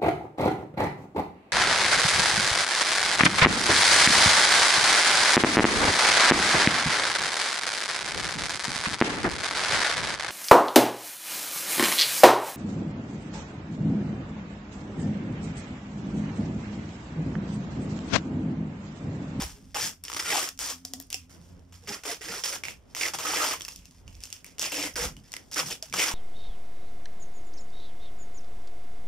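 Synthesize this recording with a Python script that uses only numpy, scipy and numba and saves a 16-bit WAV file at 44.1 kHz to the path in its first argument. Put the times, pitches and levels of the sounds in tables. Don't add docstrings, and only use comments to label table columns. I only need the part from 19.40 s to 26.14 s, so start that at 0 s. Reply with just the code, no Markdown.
import sys
import numpy as np
from scipy import signal
from scipy.fft import rfft, irfft
from scipy.io import wavfile
from scipy.ndimage import uniform_filter1d
from numba import njit

SR = 44100
rng = np.random.default_rng(int(sys.argv[2]) if len(sys.argv) > 2 else 0)


def to_wav(sig):
    pcm = np.clip(np.atleast_2d(sig), -1, 1) * 32767
    pcm = np.round(pcm).astype(np.int16)
    wavfile.write(sys.argv[1], SR, pcm.T)


def gain_from_decibels(decibels):
    exponent = np.asarray(decibels, float) / 20
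    return 10 ** exponent


N = 297234


def rms_one(x):
    return x / np.sqrt(np.mean(x ** 2) + 1e-20)


def in_time(rows):
    s, *columns = np.transpose(rows)
    return [np.interp(np.arange(N) / SR, s, c) for c in columns]


def colour(x, points, share=1):
    hz, db = np.transpose(points)
    grid = np.maximum(np.arange(2049) * SR / 4096, 1)
    outline_db = share * np.interp(np.log(grid), np.log(np.maximum(hz, 1)), db)
    cepstrum = irfft(np.log(gain_from_decibels(outline_db)))
    cepstrum[1:2048] *= 2
    cepstrum[2049:] = 0
    return signal.oaconvolve(x, irfft(np.exp(rfft(cepstrum))))[:N]


def butter(x, order, hz, kind):
    return signal.sosfilt(signal.butter(order, hz, kind, fs=SR, output="sos"), x)


def drift(rate_hz):
    r = np.exp(-2 * np.pi * rate_hz / SR)
    return rms_one(signal.lfilter([1], [1, -2 * r, r * r], rng.standard_normal(N + SR))[SR:])


@njit
def resonate(x, hz, width_hz, sr):
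    out, r = np.zeros(len(x)), np.exp(-np.pi * width_hz / sr)
    for i in range(2, len(x)):
        drive = (1 - r * r) / 2 * (x[i] - x[i - 2])
        out[i] = drive + 2 * r * np.cos(2 * np.pi * hz[i] / sr) * out[i - 1] - r * r * out[i - 2]
    return out


def swells(rows, rise, fall, rest_db):
    t = np.arange(N) / SR
    humps = [db - np.maximum(rise * (s - t), fall * (t - s)) for s, db in rows]
    return np.maximum(np.max(humps, axis=0), rest_db)


def port_noise(low_hz, high_hz):
    common, own = rng.standard_normal((2, N))
    return rms_one(butter([common + 0.25 * own, common - 0.052 * own], 2, [low_hz, high_hz], "band"))


# t/s, level/dB, third harmonic re first/dB
MACHINE = [(0, -50, -10), (.4, -57.5, -2.5), (1.1, -59.5, -4), (1.4, -57, 8.5), (1.72, -55.5, 4),
           (1.8, -53, -7.5), (2.35, -50, -10.5), (2.6, -68, 1), (4.2, -58.5, -3.5), (5.1, -63.5, 0),
           (6.74, -67, 4)]
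MACHINE_HZ, SECOND_DB, SWELL_DB = 87.4, -4.5, 4.5


def hum():
    level_db, strain_db = in_time(MACHINE)
    phase = 2 * np.pi * MACHINE_HZ * np.arange(N) / SR + 0.51 * drift(6.3)
    out = np.zeros(N)
    for k, db in enumerate([level_db, level_db + SECOND_DB, level_db + strain_db]):
        out += gain_from_decibels(db - 3.5 + SWELL_DB * drift(13.3)) * np.sin((k + 1) * phase)
    return out


# f/Hz, level/dB
AIR_COLOUR = [(35, -15), (60, -16), (98, -2), (217, -9), (262, -8), (621, -13.5), (2580, -30.5),
              (3850, -28), (8320, -68), (16000, -50)]


def air():
    common, own = rng.standard_normal((2, N))
    pair = np.array([colour(common + side * 0.75 * own, AIR_COLOUR) for side in (1, -1)])
    return gain_from_decibels(-63 + 4.9 * drift(2.7)) * rms_one(pair)


# t/s, peak level/dB
WIND_GUSTS = [(0.03, -40), (.3, -50), (0.701, -56), (1.22, -57), (2.17, -52.5), (2.8, -56.5), (3.4, -56),
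              (3.8, -56), (4.42, -51.5), (4.7, -42.5), (5.66, -41.5), (6.45, -59)]


def wind():
    level_db = swells(WIND_GUSTS, rise=104, fall=92, rest_db=-63)
    return gain_from_decibels(level_db + 0.62 * drift(15.0)) * port_noise(36, 75)


# t/s, peak level/dB
PALM_BUMPS = [(.02, -40), (.12, -50), (.24, -51), (.45, -49), (.92, -51), (2.5, -50), (2.91, -49),
              (3.75, -53), (3.96, -52), (5.24, -54.5), (5.48, -48.5), (5.65, -41.5), (5.78, -48),
              (6.25, -44), (6.57, -44), (6.72, -44.5)]


def bumps():
    level_db = swells(PALM_BUMPS, rise=183, fall=162, rest_db=-68.5)
    return gain_from_decibels(level_db + 2.0 * drift(2.5)) * port_noise(110, 220)


# start t/s, full t/s, let go t/s, crackle level/dB, strip f/Hz
LOADED_TUGS = [
    (0, .001, 0.035, -37, 1000),
    (2.41, 2.44, 2.8, -62, 805),
    (2.473, 2.5, 2.55, -40.5, 1420),
    (2.652, 2.68, 2.727, -37, 775),
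    (2.86, 2.9, 2.99, -40, 1510),
    (5.32, 5.325, 5.47, -36, 2700),
    (5.558, 5.565, 5.657, -35, 1450),
    (6.7, 6.72, 6.6, -30.5, 960),
]
# start t/s, let go t/s, crackle level/dB, strip f/Hz
CREASING = [(0.06, 0.077, -46, 970), (0.176, .32, -67, 850), (2.0, 2.11, -66.5, 900),
            (2.635, 2.65, -47, 1440), (4.508, 4.586, -66, 1000), (5.765, 5.79, -65, 1200),
            (6.016, 6.099, -71, 1180), (.637, .655, -48, 1000), (.68, .76, -47.5, 1280),
            (.81, 0.838, -43, 1400), (1.375, 1.385, -61, 900), (1.703, 1.75, -51, 2700),
            (1.895, 1.939, -59.5, 1340), (2.324, 2.352, -57, 1170), (3.33, 3.34, -65, 2700),
            (3.49, 3.54, -67, 880), (4.198, 4.225, -52, 1130), (4.249, 4.255, -53, 1500),
            (4.28, 4.29, -51, 1050), (4.355, 4.39, -60, 2800), (4.41, 4.47, -64, 2600),
            (4.66, 4.68, -70, 1500), (4.678, 4.78, -64.5, 2400), (4.805, 4.902, -57, 2900),
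            (4.928, 4.95, -54, 3000), (5.045, 5.07, -54, 2200), (4.98, 5.036, -71, 1500),
            (5.1, 5.177, -71, 1500), (5.836, 5.912, -63.5, 1862), (5.918, 5.97, -53, 1893),
            (6.424, 6.425, -48, 660)]
# start t/s, full t/s, let go t/s, crackle level/dB, strip f/Hz
SINGING_TUGS = [
    (0.345, .346, .4, -36, 820),
    (0.928, 0.929, .98, -31.5, 793),
    (3.851, 3.852, 3.908, -34, 1240),
    (3.999, 4.005, 4.04, -31.5, 1280),
]
# start t/s, full t/s, let go t/s, crackle level/dB, strip f/Hz
FREE_TUGS = [(.405, .415, .47, -32.5, 1880), (.985, .99, 1.05, -36, 900), (1.19, 1.21, 1.313, -36.5, 1370),
             (2.92, 2.93, 3.0, -40, 1150), (3.038, 3.039, 3.058, -32.5, 1307),
             (3.07, 3.085, 3.1, -33.5, 1270), (3.549, 3.6, 3.61, -33.5, 1900),
             (5.184, 5.234, 5.27, -36.5, 1530), (5.28, 5.285, 5.32, -43, 2000),
             (6.25, 6.258, 6.285, -38.5, 847), (6.114, 6.115, 6.26, -45, 950)]
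# start t/s, let go t/s, crackle level/dB, strip f/Hz
SHORT_JERKS = [(0.991, 1.003, -30.5, 1100), (1.014, 1.016, -32, 1480), (1.027, 1.03, -32, 1500),
               (1.037, 1.047, -34.5, 1190), (1.061, 1.062, -38.5, 1200), (1.073, 1.077, -39.5, 1200),
               (0.763, 0.771, -36, 1100), (0.793, 0.801, -33.5, 1160), (3.122, 3.153, -36.5, 1296),
               (3.675, 3.683, -35, 1400), (3.736, 3.744, -32.5, 775), (3.786, 3.84, -38, 1100),
               (3.837, 3.838, -35, 820), (6.303, 6.327, -36.5, 3280), (6.535, 6.564, -36.5, 1260)]
# start t/s, full t/s, let go t/s, crackle level/dB, strip f/Hz
PRESSED_TUGS = [(.845, .88, .9, -33, 1400), (.89, .905, .928, -31.5, 2000), (3.236, 3.237, 3.26, -44, 2500),
                (3.284, 3.285, 3.305, -46, 2810), (2.81, 2.815, 2.88, -44.5, 1890),
                (3.59, 3.61, 3.66, -33.5, 2190), (3.905, 3.92, 3.96, -33, 1300),
                (3.95, 3.96, 4.0, -32.5, 1750), (4.04, 4.041, 4.09, -32, 1000),
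                (4.085, 4.09, 4.13, -33.5, 1200), (5.235, 5.24, 5.275, -36, 2870),
                (6.16, 6.185, 6.2, -30.5, 1300), (6.575, 6.598, 6.64, -28, 2250),
                (6.64, 6.641, 6.7, -33, 1300)]
# start t/s, let go t/s, crackle level/dB, strip f/Hz
FILM_FLUTTERS = [
    (1.448, 1.466, -52, 750),
    (1.532, 1.55, -57, 750),
    (1.597, 1.617, -57, 756),
    (4.29, 4.332, -50.5, 2800),
    (4.839, 4.858, -50, 2900),
    (6.0, 6.1, -67, 1180),
]
# crackle level/dB, strip re crackle/dB, box re crackle/dB, strip f/Hz
RUSTLE = (-76.5, -1, -9, 947)
LINGER_STRIP, LINGER_BOX = 0.11, 0.2


def tugs():
    def at_once(rows):
        return [(row[0], *row) for row in rows]

    kinds = [(PRESSED_TUGS, (198, 400, 1.5, -4.5, 3)),
             (LOADED_TUGS, (118, 423, 0, -2.5, 2.6)),
             (SINGING_TUGS, (185, 406, 2, -3.5, -1.1)),
             (at_once(SHORT_JERKS), (100, 539, -0.5, -4.5, -2.5)),
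             (FREE_TUGS, (221, 387, -6, -11.5, 3)),
             (at_once(FILM_FLUTTERS), (100, 220, -11, -16, 0.6)),
             (at_once(CREASING), (100, 190, -2.5, -11, 0.6))]
    t = np.arange(N) / SR
    now = np.repeat(np.array(RUSTLE, float)[:, None], N, axis=1)
    for rows, (rise, fall, strip_db, box_db, sag) in kinds:
        for start, full, let_go, db, hz in rows:
            span = slice(int(max(start, 0) * SR), int((let_go + 0.4) * SR))
            early = rise * np.maximum(full - t[span], 0)
            late = fall * np.maximum(t[span] - let_go, 0)
            pitch_hz = hz * 2 ** (-sag * np.clip(t[span] - full, 0, 0.3))
            tug = [db - early - late, strip_db + LINGER_STRIP * late, box_db + LINGER_BOX * late, pitch_hz]
            now[:, span] = np.where(tug[0] > now[0, span], tug, now[:, span])
    return now


def tautness(crackle_db):
    ring = np.where(crackle_db > -43, 2.2, 0.6)
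    for start, _, let_go, _, _ in SINGING_TUGS:
        ring[int(start * SR):int(let_go * SR)] = 7.0
    return uniform_filter1d(ring, size=300)


def releases(crackle_db, per_s, spread_db, clump_db):
    rate = np.clip(per_s * gain_from_decibels(0.4 * (crackle_db + 34.5)), 2000, 20000)
    sizes = gain_from_decibels(spread_db * np.minimum(rng.exponential(1, N), 5)) * rng.choice([-1, 1], N)
    clicks = sizes * (rng.random(N) < rate / SR) * gain_from_decibels(clump_db * drift(200))
    return clicks / np.sqrt(rate)


# f/Hz, width/Hz, level/dB
PANEL_TONES = [(294.3, 38, 8), (400, 490, -6), (501.6, 22, 2), (640, 15, 5), (775, 144, 7)]


def panels(x):
    out = x.copy()
    for hz, width_hz, db in PANEL_TONES:
        out += gain_from_decibels(db) * 2 * resonate(x, np.full(N, float(hz)), width_hz, SR)
    return out


# f/Hz, level/dB
GLUE_COLOUR = [(2300, -36.5), (3200, 2), (4500, 3.5), (5400, 9.5), (8000, 0.5), (12000, -7), (15000, -10),
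               (16500, -19)]
# f/Hz, level/dB
STRIP_COLOUR = [(450, -23), (750, 1), (1200, -1.5), (1900, 0), (2800, 1.5), (3700, -4.5), (5000, -33.5)]
# f/Hz, level/dB
BOX_COLOUR = [(120, -10), (220, -13.5), (350, 4), (550, 5.5), (800, -5.5), (1100, -15.5), (1600, -37)]


def peeling(crackle_db, strip_db, box_db, strip_hz):
    fine = releases(crackle_db, per_s=8000, spread_db=2.8, clump_db=1.6)
    coarse = 0.6 * fine + 0.8 * releases(crackle_db, per_s=5500, spread_db=2.4, clump_db=1.8)
    ring = resonate(tautness(crackle_db) * coarse, strip_hz, 60.0, SR)
    hump = 1.4 * resonate(coarse, strip_hz, 800.0, SR)
    crackle = gain_from_decibels(crackle_db - 1.0) * rms_one(colour(fine, GLUE_COLOUR))
    strip = gain_from_decibels(crackle_db + strip_db - 3.0) * rms_one(colour(coarse + ring + hump, STRIP_COLOUR))
    box = gain_from_decibels(crackle_db + box_db - 4.0) * rms_one(colour(panels(coarse), BOX_COLOUR))
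    return crackle + strip + box


# f/Hz, level/dB
THREAD_COLOUR = [(400, -23.5), (900, 0), (2500, 0), (5500, 2), (9000, -0.5), (15000, -12)]
THREADS_PER_S, THREAD_DB, THREAD_SPREAD_DB = 450, -5, 2.5


def spikes(crackle_db):
    sizes = gain_from_decibels(THREAD_SPREAD_DB * np.minimum(rng.exponential(1, N), 4)) * rng.choice([-1, 1], N)
    clicks = sizes * (rng.random(N) < THREADS_PER_S / SR)
    return gain_from_decibels(crackle_db + THREAD_DB) * rms_one(colour(clicks, THREAD_COLOUR))


# start t/s, length t/s, f/Hz, level/dB
WALL_BOOMS = [(0, .05, 780, -43), (0, .05, 380, -47), (.13, .1, 410, -60), (.2, .08, 280, -62),
              (2.42, .04, 480, -57), (2.46, .09, 410, -44.5), (2.49, .04, 830, -44),
              (2.49, .04, 210, -43.5), (2.65, .04, 420, -43), (2.675, .05, 700, -41), (2.71, .04, 450, -42),
              (2.8, .03, 430, -49), (2.85, .04, 320, -48), (2.88, .06, 460, -45.5), (2.95, .05, 420, -49),
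              (5.31, .06, 295, -44), (5.37, .06, 295, -37), (5.43, .06, 295, -39.5), (5.34, .05, 530, -53),
              (5.58, .04, 480, -35), (5.61, .07, 490, -41), (3.88, .05, 760, -43), (4.64, .07, 125, -53),
              (3.039, .04, 538, -48), (3.079, .09, 560, -50), (2.95, 0.085, 1036, -53),
              (6.16, .06, 801, -43), (3.64, .05, 1100, -44), (4.002, 0.07, 616, -40),
              (2.67, 0.055, 2000, -43), (6.42, 0.036, 638, -50)]


def booms():
    out = np.zeros(N)
    for start, length, hz, db in WALL_BOOMS:
        at, size = int(start * SR), int(length * SR)
        rough = np.cumsum(rng.normal(0, 0.006, size))
        tone = np.sin(2 * np.pi * hz * np.arange(size) / SR + rough)
        out[at:at + size] += gain_from_decibels(db + 3) * np.hanning(size) * tone
    return out


# t/s, peak level/dB, strip f/Hz
BOX_KNOCKS = [(.3446, -32, 800), (.7461, -20, 950), (.765, -19.5, 1150), (.7684, -20, 1200),
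              (.7984, -19, 1970), (.825, -21, 1220), (2.4377, -43, 751), (2.474, -43, 681),
              (2.6354, -33, 2100), (3.8332, -41, 855), (3.8506, -43, 1240), (5.1828, -27, 2820),
              (5.5563, -28, 1600), (6.3026, -28, 3200), (6.539, -15, 1340)]
# t/s, peak level/dB
GLUE_TICKS = [(0.4928, -26), (0.6382, -28), (0.651, -22), (1.0888, -18), (1.1904, -17.5), (1.703, -27),
              (1.728, -15), (1.7431, -12.5), (1.613, -41), (1.624, -40), (1.636, -44), (1.669, -56),
              (0.472, -32), (0.7359, -18), (4.198, -33), (4.266, -33), (4.286, -22), (4.455, -34),
              (4.981, -46), (5.064, -33), (5.199, -26), (5.2176, -17), (5.242, -19), (5.253, -31),
              (5.5637, -28), (5.8807, -45), (6.1442, -18.5), (6.167, -29), (6.498, -33), (5.126, -60),
              (5.164, -57), (4.854, -29), (6.543, -19.5), (2.4906, -21.5), (1.1758, -33), (4.2189, -19.5),
              (4.2492, -21.5), (4.36, -27), (4.51, -37), (4.7517, -36.5), (4.8045, -33.5), (4.8366, -23.5),
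              (4.9023, -30), (4.9268, -17), (5.2135, -18), (2.194, -46.5), (5.9297, -25), (1.301, -24),
              (1.33, -32), (3.042, -29), (3.052, -23), (3.065, -30), (5.9197, -45), (6.1137, -33),
              (6.126, -32), (6.567, -20)]
# t/s, peak level/dB, strip f/Hz
STRIP_PLUCKS = [(.6818, -25.5, 3000), (.6993, -26, 1240), (.7173, -23.5, 1110), (.7294, -22, 1190),
                (.795, -19, 1060), (1.7427, -25, 2300), (.9725, -22, 1020), (2.8166, -43, 2100),
                (2.651, -34, 1230), (2.341, -43.5, 3000), (3.0365, -18.5, 3300), (3.0594, -22, 3140),
                (3.5487, -25, 1970), (3.5657, -22.5, 1160), (3.787, -29, 1020), (4.2078, -22, 3320),
                (4.2817, -27, 990), (4.6782, -36, 3030), (5.2304, -20, 3460), (5.3193, -25, 2260),
                (5.7665, -36, 2930), (5.9384, -24, 1980), (5.9655, -26, 1980), (6.5261, -22.5, 2350)]
# t/s, peak level/dB, f/Hz
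HOLLOW_TICKS = [
    (1.4506, -18, 736),
    (1.5356, -16, 740),
    (1.6004, -26, 706),
    (3.7364, -38, 623),
    (5.1945, -13, 694),
    (5.2254, -13, 650),
    (6.141, -19.5, 660),
    (6.4255, -17.5, 620),
]
# t/s, peak level/dB, f/Hz
CORE_RAPS = [
    (3.236, -24.5, 2200),
    (3.2521, -26, 2340),
    (3.2834, -25, 2230),
    (5.0442, -40.5, 2240),
]


def all_snaps():
    kinds = [([(*row, 2710) for row in GLUE_TICKS], (-20, -25)),
             (STRIP_PLUCKS, (-6, -12.5)),
             (BOX_KNOCKS, (-8, -9.5)),
             (HOLLOW_TICKS, (-25.5, -19.5)),
             (CORE_RAPS, (0.78, -12))]
    return [(s, db, *parts_db, hz) for rows, parts_db in kinds for s, db, hz in rows]


def snaps():
    s, peak_db, strip_db, box_db, strip_hz = np.transpose(all_snaps())
    after = np.arange(900) / SR
    parts = np.zeros((3, N + len(after)))
    for k, grain in enumerate(rng.standard_normal((len(s), len(after)))):
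        burst = np.clip(grain, -2.5, 2.5) ** 3 * 0.011 * np.exp(-after / 0.003)
        burst[30] = 1
        at = int(s[k] * SR)
        parts_db = np.array([[0], [strip_db[k]], [box_db[k]]])
        parts[:, at:at + len(after)] += gain_from_decibels(peak_db[k] + parts_db) * burst
    bright, middle, low = parts[:, :N]
    order = np.argsort(s)
    latest = np.searchsorted(s[order], np.arange(N) / SR + 0.001) - 1
    pitch_hz = strip_hz[order][np.maximum(latest, 0)]
    bright = bright + 0.45 * resonate(bright, np.full(N, 6050.0), 1600.0, SR)
    middle = middle + 4.47 * resonate(middle, pitch_hz, 217.0, SR)
    low = panels(low) + 20.0 * resonate(low, pitch_hz, 48.0, SR)
    tick = gain_from_decibels(5.0) * colour(bright, GLUE_COLOUR)
    return tick + gain_from_decibels(17.5) * colour(middle, STRIP_COLOUR) + gain_from_decibels(11.0) * colour(low, BOX_COLOUR)


# t/s, peak level/dB
THREAD_CRACKS = [(0.389, -20.8), (0.416, -22.0), (0.4559, -21.3), (0.4617, -26), (0.4719, -25),
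                 (0.9727, -13), (0.9926, -17.3), (1.0172, -18.9), (1.0322, -19.3), (1.0431, -21.5),
                 (1.1901, -17), (1.2058, -20), (1.2233, -23.8), (1.2453, -24.4), (1.2592, -20),
                 (1.268, -19), (1.2776, -23), (1.2959, -23.2), (1.3045, -28), (1.3123, -23.9),
                 (1.3261, -25.9), (2.4751, -31.0), (2.4917, -25.1), (2.5388, -26.5), (2.6845, -24),
                 (2.7379, -29), (2.9783, -25.2), (2.9935, -27), (3.0523, -15), (3.0595, -13),
                 (3.0637, -18.2), (3.0718, -22.6), (3.5814, -25.3), (3.5999, -19.4), (3.607, -18.2),
                 (3.6172, -14), (3.6212, -18.9), (3.6811, -21.7), (3.8509, -19.6), (3.9404, -16.9),
                 (4.0076, -14.6), (4.0474, -13), (4.0662, -16.2), (4.0883, -21), (4.1248, -18.7),
                 (4.1385, -20.8), (5.3095, -29.1), (5.3968, -21.6), (5.4267, -16), (5.6201, -16),
                 (6.1716, -19.7), (6.2603, -21), (6.3079, -24), (6.3243, -22.2), (6.3297, -25),
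                 (6.5664, -20.6), (6.5796, -16), (6.7139, -11), (6.7182, -14.8), (6.7369, -20)]


def cracks():
    s, db = np.transpose(THREAD_CRACKS)
    clicks = np.zeros(N)
    clicks[(s * SR).astype(int)] = gain_from_decibels(db + 2.5) * rng.choice([-1, 1], len(s))
    return colour(clicks, THREAD_COLOUR)


# t/s, peak level/dB, centre f/Hz
SPLINTERS = [(.638, -24, 12000), (1.19, -29, 12000), (1.4503, -32, 12500), (1.5353, -32, 12000),
             (1.6, -22.5, 12500), (1.612, -32, 12000), (1.624, -33, 12000), (1.669, -46, 11000),
             (1.7018, -26, 11000), (1.7276, -28, 12500), (3.549, -30, 12000), (4.1977, -36, 13000),
             (4.219, -35, 12500), (4.2492, -31, 12500), (4.281, -28, 13000), (4.36, -37, 13000),
             (4.8365, -25, 8500), (5.044, -35, 13000), (5.0442, -33, 8500), (5.063, -39, 12000),
             (5.5563, -33, 12000), (6.142, -39, 12000), (6.4252, -39, 11000), (1.015, -30, 12000),
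             (1.03, -30, 12500), (1.0891, -26, 12500), (5.0442, -33, 6500), (5.919, -24, 5400),
             (5.9384, -23, 5400), (5.9655, -19.5, 5400), (6.132, -22, 5300), (6.1415, -25, 5500),
             (3.549, -23, 5500), (4.9023, -37, 5800), (5.5563, -22, 5500), (6.145, -32, 5300)]


def glints():
    after, out = np.arange(400) / SR, np.zeros((2, N + 400))
    for s, db, hz in SPLINTERS:
        bursts = rng.standard_normal((3, 400)) * np.exp(-after / 0.001)
        common, left, right = (resonate(b, np.full(400, float(hz)), 0.3 * hz, SR) for b in bursts)
        pair = 0.6 * common + np.array([left, right])
        at = int(s * SR) + 25
        out[:, at:at + 400] += gain_from_decibels(db) * pair / np.abs(pair).max()
    return out[:, :N]


# t/s, f/Hz, level/dB
HOLLOW_RINGS = [
    (1.451, 730, -44),
    (1.536, 735, -40.5),
    (1.601, 710, -56.5),
    (1.536, 1930, -48),
    (1.537, 1780, -55),
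    (1.601, 1900, -53),
    (1.602, 1700, -56),
    (1.7434, 760, -40.5),
]


def hollow():
    out, after = np.zeros(N), np.arange(SR // 5) / SR
    for s, hz, db in HOLLOW_RINGS:
        decay = gain_from_decibels(db - 60 * after / 0.055)
        out[int(s * SR):int(s * SR) + len(after)] += decay * np.sin(2 * np.pi * hz * after)
    return out


# start t/s, length t/s, from f/Hz, to f/Hz, level/dB
TAPE_SQUEAKS = [
    (4.3, .018, 4900, 4600, -47),
    (4.328, .014, 4900, 6600, -47),
    (5.535, .01, 4500, 7200, -41),
    (3.905, .04, 6700, 7000, -43),
]


def squeaks():
    out = np.zeros(N)
    for start, length, from_hz, to_hz, db in TAPE_SQUEAKS:
        at, size = int(start * SR), int(length * SR)
        glide = 2 * np.pi * np.cumsum(np.linspace(from_hz, to_hz, size)) / SR
        phase = glide + np.cumsum(rng.normal(0, 0.057, size))
        tone = sum(gain_from_decibels(part_db) * np.sin((k + 1) * phase) for k, part_db in enumerate((0, -6, -11)))
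        out[at:at + size] += gain_from_decibels(db) * np.hanning(size) * tone
    return out


def echo_decay(after, level_db, t60_s):
    return gain_from_decibels(level_db - 60 * after / t60_s) / np.sqrt(t60_s * SR / np.log(1e6))


def shed(x, count=4):
    after = np.arange(int(0.25 * SR)) / SR
    place = np.repeat(rng.integers(0, count, N // 400 + 1), 400)[:N]
    near = echo_decay(after, level_db=-1, t60_s=0.004)
    far = echo_decay(after, level_db=-2.5, t60_s=0.17) * (after > 0.003)
    out = np.zeros((2, N))
    for k in range(count):
        echoes = rng.standard_normal((2, len(after))) * np.hypot(near, far)
        here = x * uniform_filter1d(1.0 * (place == k), size=60)
        out += signal.fftconvolve([here], echoes, axes=1)[:, :N]
    return butter(out, 1, 1300, "high")


# t/s, left minus right level/dB
HANDS_LEAN = [
    (1.2, 1),
    (2.0, -1),
    (3.2, -1.5),
    (3.9, -0.5),
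]
ECHO_SHEEN, PORT_LAG = 0.5, 1.3


def scene():
    around = hum() + air() + wind() + bumps()
    pull = tugs()
    tape = peeling(*pull) + snaps()
    room = shed(tape)
    room = room + ECHO_SHEEN * butter(room, 2, 9000, "high")
    tape = tape + spikes(pull[0]) + booms() + cracks() + hollow() + squeaks()
    late = np.interp(np.arange(N) - PORT_LAG, np.arange(N), tape)
    lean = gain_from_decibels(in_time(HANDS_LEAN)[0] * [[0.5], [-0.5]])
    return lean * (np.array([tape, late]) + room + glints()) + around


def low_pass(x):
    return signal.sosfilt(signal.butter(12, 16520, fs=SR, output="sos"), x)


# f/Hz, left minus right level/dB
PORT_DIFFERENCE = [(60, -3), (250, -1), (600, 3), (2400, -1.5), (5000, -0.5), (6500, -4), (8500, 6),
                   (11000, 0.5), (14000, -1.5)]
# f/Hz, level/dB
SHARED_DIP = [(3100, 0), (3550, -3), (3850, -7.5), (4500, -2), (5200, 0), (15300, 1), (15600, -2),
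              (15900, -20), (16500, -22)]


def record(dry):
    left = colour(colour(dry[0], PORT_DIFFERENCE, 0.5), SHARED_DIP)
    right = colour(colour(dry[1], PORT_DIFFERENCE, -0.5), SHARED_DIP)
    return low_pass(np.array([left, right]))


dry = scene()
out = record(dry)
to_wav(out)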